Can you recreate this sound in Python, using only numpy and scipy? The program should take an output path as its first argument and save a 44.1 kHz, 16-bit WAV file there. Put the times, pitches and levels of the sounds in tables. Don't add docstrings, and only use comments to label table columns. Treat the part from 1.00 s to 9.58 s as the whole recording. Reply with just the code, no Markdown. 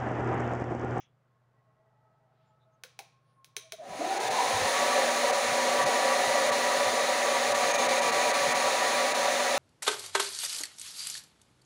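import sys
import numpy as np
from scipy import signal
from scipy.fft import rfft, irfft
from scipy.io import wavfile

SR = 44100
rng = np.random.default_rng(int(sys.argv[2]) if len(sys.argv) > 2 else 0)


def master_out(mix):
    frames = np.transpose(np.atleast_2d(mix))
    ceiling = np.clip(frames, -1, 1)
    pcm = np.round(ceiling * 32767).astype(np.int16)
    wavfile.write(sys.argv[1], SR, pcm)


N = 378378
TIME = np.arange(N) / SR
FREQS = np.maximum(np.arange(N // 2 + 1) * SR / N, 1)
ROTOR_HZ = 244.1
SETTLE_S = 3.665

# f/Hz, width/Hz, boost/dB
DUCT_RESONANCES = [(765, 84, 8.5), (980, 81, 5)]


def blower():
    # t/s, roar change/dB, hiss change/dB
    sway = [(3.7, -1.5, 0.6), (4.05, 0, -0.6), (4.42, -2, -0.8), (4.8, 0.1, -1), (5.3, 0.2, -0.5),
            (6.2, -1.4, -1.06), (6.9, 0, -0.14), (7.7, -1, 0), (8.3, -1.5, -0.5)]
    start_s, spin_up_s = 2.72, 0.335
    speed = np.clip(1.03 * (1 - np.exp((start_s - TIME) / spin_up_s)), 0, 1)
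    unsettled = np.clip((SETTLE_S - TIME) / 0.02, 0, 1)
    grip = speed ** 6 / (speed ** 6 + 0.22 ** 6)
    roar_sway, hiss_sway = in_time(sway)
    flutter_db = 0.6 * drift(16)
    roar = from_db(-27.5 + roar_sway + flutter_db) * speed ** 1.25 * grip
    hiss = from_db(-34 + hiss_sway - 0.5 * unsettled) * speed ** 2.82
    wobble = 0.002004 * drift(3.03) + 0.1094 * (1 - speed) * drift(35.1)
    angle = 2 * np.pi * ROTOR_HZ * np.cumsum(speed * (1 + wobble)) / SR
    tones = rotor(angle) + eddies(angle)
    low = lows(tones, 1000, steepness=12)
    tones = from_db(-2 * unsettled) * low + from_db(-7.5 * unsettled) * (tones - low)
    blades = roar * speed ** 4 * tones + howl(angle, speed) + duct()
    air = rush(roar, hiss) + whistle()
    middle = shaped(air, bell(FREQS, 1860, 1000))
    air = air + middle * (from_db(-unsettled * speed ** 4) - 1)
    return blades + air + speed * draught() + groan()


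def rush(roar, hiss):
    # f/Hz, level/dB
    air_colour = [(30, -36), (60, -41), (130, -22.5), (260, -5.5), (370, -6.5), (480, 1), (700, 5.5),
                  (900, -2.5), (1500, -2), (3200, -6), (5200, -8.5), (8200, -15.5), (11500, -22),
                  (16000, -36.5)]
    # f/Hz, width/Hz, gain/dB
    rush_peaks = [(360.5, 14, 2.5), (490, 26, -8), (992, 36, 5), (1040, 20, -7), (1052, 31, 6),
                  (1110, 20, 1), (1253, 20, 6), (1311, 38, 7), (1826, 286, 4.5), (2072, 34, 5.5),
                  (2236, 32, 5), (2340, 840, 3.5), (2400, 23, 3), (3200, 120, -1.5), (3230, 30, 5.5),
                  (3555, 59, 6.5), (3770, 280, 4), (4187, 480, 5.5), (4680, 80, 3.5), (6580, 1470, 7.5),
                  (7150, 120, 1.5), (9670, 1830, 9), (15130, 1400, 15)]
    colour = from_db(at_hz(air_colour, FREQS) + peaks_db(rush_peaks, FREQS))
    air = rms_one(kitchen(noise(colour), wet_db=-12.5, gap_s=0.0042))
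    body = lows(air, 810, steepness=4)
    return from_db(1) * roar * body + from_db(5) * hiss * (air - body)


def rotor(angle):
    # multiple of the turning rate, relative level/dB, roughness from 0 to 1
    rotor_tones = [(1, -19.5, 0.33), (3, -10, 0.57), (4, -11.5, 0.55), (4.69, -16.5, .6), (8, -16, 0.6)]
    tones = 0
    for multiple, db, rough in rotor_tones:
        clean = np.sqrt(2) * np.sin(multiple * angle + 0.45 * drift(3))
        ragged = narrow_noise(multiple * angle, width_hz=14)
        tones = tones + from_db(db) * (np.sqrt(1 - rough ** 2) * clean + rough * ragged)
    return shaped(tones, 1 / (1 + (190 / FREQS) ** 8))


def eddies(angle):
    # f/Hz, width/Hz, relative level/dB
    whirls = [(469.3, 29, -15), (532.7, 15, -9), (566.8, 23, -7), (598.4, 24, -10), (784.7, 48, -11),
              (953.6, 18, -12), (1149.6, 21, -13), (1193, 31, -16), (1737, 26, -18), (1809, 22, -21.5),
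              (1903, 80, -16.5)]
    return sum(from_db(db) * narrow_noise(angle * hz / ROTOR_HZ, width) for hz, width, db in whirls)


def howl(angle, speed):
    # multiple of the turning rate, width/Hz, relative level/dB, power of speed they follow
    howl_bands = [(2.2, 70, -7.5, 0.96), (3.5, 130, -2, 3.9), (4.4, 126, -4, 0.43), (8.2, 90, -8, 3.6)]
    start_s, fade_db_per_s = 2.978, 10
    bands = sum(from_db(db) * speed ** power * narrow_noise(multiple * angle, width)
                for multiple, width, db, power in howl_bands)
    bands = shaped(bands, from_db(peaks_db(DUCT_RESONANCES, FREQS)))
    level = from_db(-30.5 - fade_db_per_s * (TIME - start_s))
    return level * until_settled(start_s, rise_s=0.036) * bands


def duct():
    ringing = sum(from_db(db) * bell(FREQS, hz, width) for hz, width, db in DUCT_RESONANCES)
    moan = from_db(-44.5) * until_settled(start_s=2.86, rise_s=0.09) * noise(ringing)
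    surge = from_db(-28) * bell(TIME, 3.383, 0.063) * noise(bell(FREQS, 920, 260))
    return moan + surge


def whistle():
    # middle t/s, length/s, f/Hz, width/Hz, level/dB
    whistles = [(6.75, 0.16, 6480, 260, -37), (7.1, 1.4, 6550, 400, -44.5), (6.88, .36, 2350, 120, -39.5),
                (7.21, 1.3, 2421, 14, -41), (7.35, .6, 2310, 70, -45), (7.3, 1.3, 4150, 480, -47)]
    return sum(from_db(db) * bell(TIME, s, length) * narrow_noise(2 * np.pi * hz * TIME, width)
               for s, length, hz, width, db in whistles)


def groan():
    # middle t/s, level/dB, f/Hz, length/s
    groans = [(2.662, -60, 646, 0.051), (2.741, -44, 635, 0.019), (2.806, -41.5, 635, 0.025),
              (2.83, -46, 700, .03), (2.872, -46.5, 760, 0.032), (2.945, -46, 640, .025)]
    return spurts(groans, 0.5 * drift(42))


def draught():
    rumble = noise(bell(FREQS, 157, 122))
    return from_db(-59) * rms_one(rumble * from_db(10 * drift(8.2)))


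def puffs():
    # middle t/s, level/dB, f/Hz, length/s
    thuds = [(3.26, -54, 120, 0.037), (3.555, -41, 105, 0.035), (3.632, -44, 85, 0.036),
             (4.462, -58.5, 75, 0.048), (4.853, -45.5, 150, 0.054), (5.878, -52, 95, 0.051),
             (6.522, -54, 125, 0.078), (7.657, -59, 110, 0.037)]
    return spurts(thuds, 1.06 * drift(41))


def clicks():
    # t/s, level/dB, treble tilt/(dB per octave), own pitch f/Hz, its boost/dB, amount of ring
    snaps = [(1.8363, -10, -0.5, 1520, 8.5, .55), (1.9909, -9.5, 0, 2380, 5, 0.76),
             (2.4454, -21.5, 1.5, 3500, 1, .6), (2.566, -3.5, .5, 6200, 2.5, 1.33),
             (2.7220, -6, -.5, 2330, 0, 1.05)]
    # f/Hz, level/dB
    plastic = [(200, -28), (400, -14), (950, -13.5), (1500, -9.5), (2500, -4), (4000, -7), (5300, -7.5),
               (7000, -11.5), (8000, -16.5), (11000, -16), (13300, -22), (15000, -16)]
    # f/Hz, width/Hz, boost/dB
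    case_ring = [(1730, 280, 1.5), (2340, 340, 6), (3250, 300, 6), (3870, 480, 5.5), (4850, 300, -1),
                 (6020, 910, 8), (9500, 1000, 9.5)]
    # middle t/s, level/dB, f/Hz, length/s
    knocks = [(1.851, -55.5, 500, 0.0088), (1.9935, -41.5, 827, 0.003), (2.002, -50, 788, .009),
              (2.004, -53, 450, 0.0035), (2.026, -62, 680, .012), (2.575, -48.5, 425, 0.0065),
              (2.734, -53, 420, 0.012)]
    out = spurts(knocks, 0.4 * drift(60))
    size = 8192
    hz = np.maximum(np.arange(size // 2 + 1) * SR / size, 1)
    ring_db = peaks_db(case_ring, hz)
    for s, db, tilt_db, pitch_hz, boost_db, ring in snaps:
        slope_db = tilt_db * np.log2(np.maximum(hz, 1000) / 3000)
        pitch_db = boost_db * bell(hz, pitch_hz, width=490)
        colour = from_db(db + at_hz(plastic, hz) + ring * ring_db + slope_db + pitch_db)
        start = round(s * SR)
        out[start:start + size] += irfft(crack(size) * struck(colour), size)
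    bass_cut = signal.butter(2, 230, "high", fs=SR, output="sos")
    return kitchen(signal.sosfilt(bass_cut, out), wet_db=-3.5, gap_s=0.0015)


def crack(size, chatter_s=0.0022):
    chatter = rfft(rng.standard_normal(size) * np.exp(-(TIME[:size] / chatter_s) ** 2))
    strength = np.abs(chatter)
    return from_db(3.5) * chatter * struck(1 / (strength + 0.15 * strength.mean()))


def rubs():
    # middle t/s, level/dB, f/Hz, width/Hz, length/s
    strokes = [(.01, -68, 2700, 1800, 0.091), (.01, -73, 3350, 350, .11), (.01, -68, 5870, 1600, 0.06),
               (1.44, -82, 2500, 4130, 0.18), (1.628, -79, 3740, 500, 0.039), (1.49, -91, 7100, 500, .06),
               (1.74, -84, 6400, 500, .025), (2.3, -84, 3500, 4000, 0.091), (2.33, -89, 9600, 1000, .15)]
    out, hz = np.zeros(N), np.arange(SR // 2 + 1)
    for s, db, centre_hz, width_hz, length in strokes:
        near = np.flatnonzero(np.abs(TIME - s) < 2 * length)[:SR]
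        friction = rms_one(irfft(rfft(rng.standard_normal(SR)) * bell(hz, centre_hz, width_hz)))
        out[near] += from_db(db) * bell(TIME[near], s, length) * friction[:len(near)]
    return out


def kitchen(x, wet_db, gap_s):
    # f/Hz, level/dB
    walls = [(200, 1), (650, 4.5), (1200, 2), (2150, -4), (3900, 0), (7000, 1), (12600, 4)]
    # f/Hz, time to fade by 60 dB/s
    fade_times = [(200, 0.12), (800, 0.28), (2000, 0.53), (5500, 0.43), (15000, 0.14)]
    t, tail = TIME[:SR // 2], 0
    edges_hz = np.geomspace(150, 17000, 9)
    for low, high in zip(edges_hz, edges_hz[1:]):
        hz = np.sqrt(low * high)
        band_filter = signal.butter(2, [low, high], "band", fs=SR, output="sos")
        band = signal.sosfilt(band_filter, rng.standard_normal(len(t)))
        tail = tail + band * from_db(at_hz(walls, hz) - 60 * t / at_hz(fade_times, hz))
    tail = tail * (t > gap_s) * (1 + 1.4 * np.exp(-t / 0.018))
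    return x + from_db(wet_db) * signal.fftconvolve(x, tail / np.linalg.norm(tail))[:N]


def room_tone():
    # f/Hz, relative level/dB
    air_colour = [(18, -21), (64, -19), (94, -11), (129, -2.5), (281, -18), (645, -14), (978, -20),
                  (1300, -18), (2560, -31.5), (8000, -43.5), (15000, -50)]
    # f/Hz, level/dB
    hum_tones = [(122.4, -73), (149.5, -80)]
    air = from_db(-73.5) * noise(from_db(at_hz(air_colour, FREQS)))
    hum = sum(from_db(db) * np.sqrt(2) * np.sin(2 * np.pi * hz * TIME + 0.34 * drift(4))
              for hz, db in hum_tones)
    return air + hum


def far_machine(base_hz=215.5):
    # multiple of the base pitch, middle t/s, length/s, level/dB
    swells = [(5, 0.38, 0.1, -74), (5, 0.62, 0.39, -76.5), (3, 0.81, 0.29, -74), (3, 1.24, 1, -77),
              (4, 1, 0.32, -72), (4, 1.55, 0.31, -74.5), (6, 1.36, 0.94, -78.5), (9, 0.83, 0.67, -88),
              (5, 2.37, 0.89, -71), (2, 0.83, 1, -85)]
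    whine = 0
    for multiple, s, length, db in swells:
        level = from_db(db + 2.3 * drift(7)) * bell(TIME, s, length)
        whine = whine + level * narrow_noise(2 * np.pi * multiple * base_hz * TIME, width_hz=20.5)
    rasp = from_db(-77.5) * bell(TIME, 1.07, 1) * noise(bell(FREQS, 805, 350))
    return whine + rasp


def from_db(db):
    return 10 ** (np.asarray(db) / 20)


def rms_one(x):
    return x / np.sqrt(np.mean(x ** 2) + 1e-20)


def in_time(rows):
    s, *columns = np.transpose(rows)
    return [np.interp(TIME, s, column) for column in columns]


def at_hz(points, hz):
    known, values = np.transpose(points)
    return np.interp(np.log(hz), np.log(known), values)


def bell(x, centre, width):
    return np.exp2(-np.minimum((2 * (x - centre) / width) ** 2, 200))


def peaks_db(rows, hz):
    return sum(db * bell(hz, centre, width) for centre, width, db in rows)


def until_settled(start_s, rise_s):
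    rise = np.clip((TIME - start_s) / rise_s, 0, 1)
    return rise * np.exp(-np.clip((TIME - SETTLE_S) / 0.023, 0, 20))


def shaped(x, gain):
    return irfft(rfft(x) * gain, N)


def lows(x, edge_hz, steepness):
    return shaped(x, 1 / (1 + (FREQS / edge_hz) ** steepness))


def struck(gain):
    cepstrum = irfft(np.log(gain))
    half = len(cepstrum) // 2
    return np.exp(rfft(np.r_[cepstrum[0], 2 * cepstrum[1:half]], len(cepstrum)))


def noise(gain):
    return rms_one(shaped(rng.standard_normal(N), gain))


def drift(rate_hz):
    spectrum = rfft(rng.standard_normal(16384))
    slow = irfft(spectrum * bell(np.arange(len(spectrum)) * SR / N, 0, 2 * rate_hz))
    return np.interp(TIME, np.linspace(0, N / SR, len(slow)), rms_one(slow))


def narrow_noise(phase, width_hz):
    rate_hz = width_hz / np.sqrt(2)
    return drift(rate_hz) * np.cos(phase) + drift(rate_hz) * np.sin(phase)


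def spurts(rows, wander):
    out = np.zeros(N)
    for s, db, hz, length in rows:
        near = np.abs(TIME - s) < 2 * length
        t = TIME[near]
        tone = np.sqrt(2) * np.sin(2 * np.pi * hz * t + wander[near])
        out[near] += from_db(db) * bell(t, s, length) * tone
    return out


def scene():
    handling = clicks() + rubs()
    return np.tile(blower() + puffs() + handling + room_tone() + far_machine(), (2, 1))


def record(dry):
    dip_times = [3.19, 3.297, 4.32, 4.852, 5.512, 6.537, 6.731, 6.774, 6.88, 7.008, 7.114, 7.328, 7.54,
                 8.137]
    dip_db, ramp_s, cutoff_hz = -12.5, 0.013, 15850
    corners = [point for s in dip_times for point in ((s - ramp_s, 0), (s, dip_db), (s + ramp_s, 0))]
    low = lows(dry, 2400, steepness=4)
    dipped = low + (dry - low) * from_db(in_time(corners)[0])
    return shaped(dipped, np.clip((cutoff_hz - FREQS) / 100, 0, 1))


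dry = scene()
out = record(dry)
master_out(out)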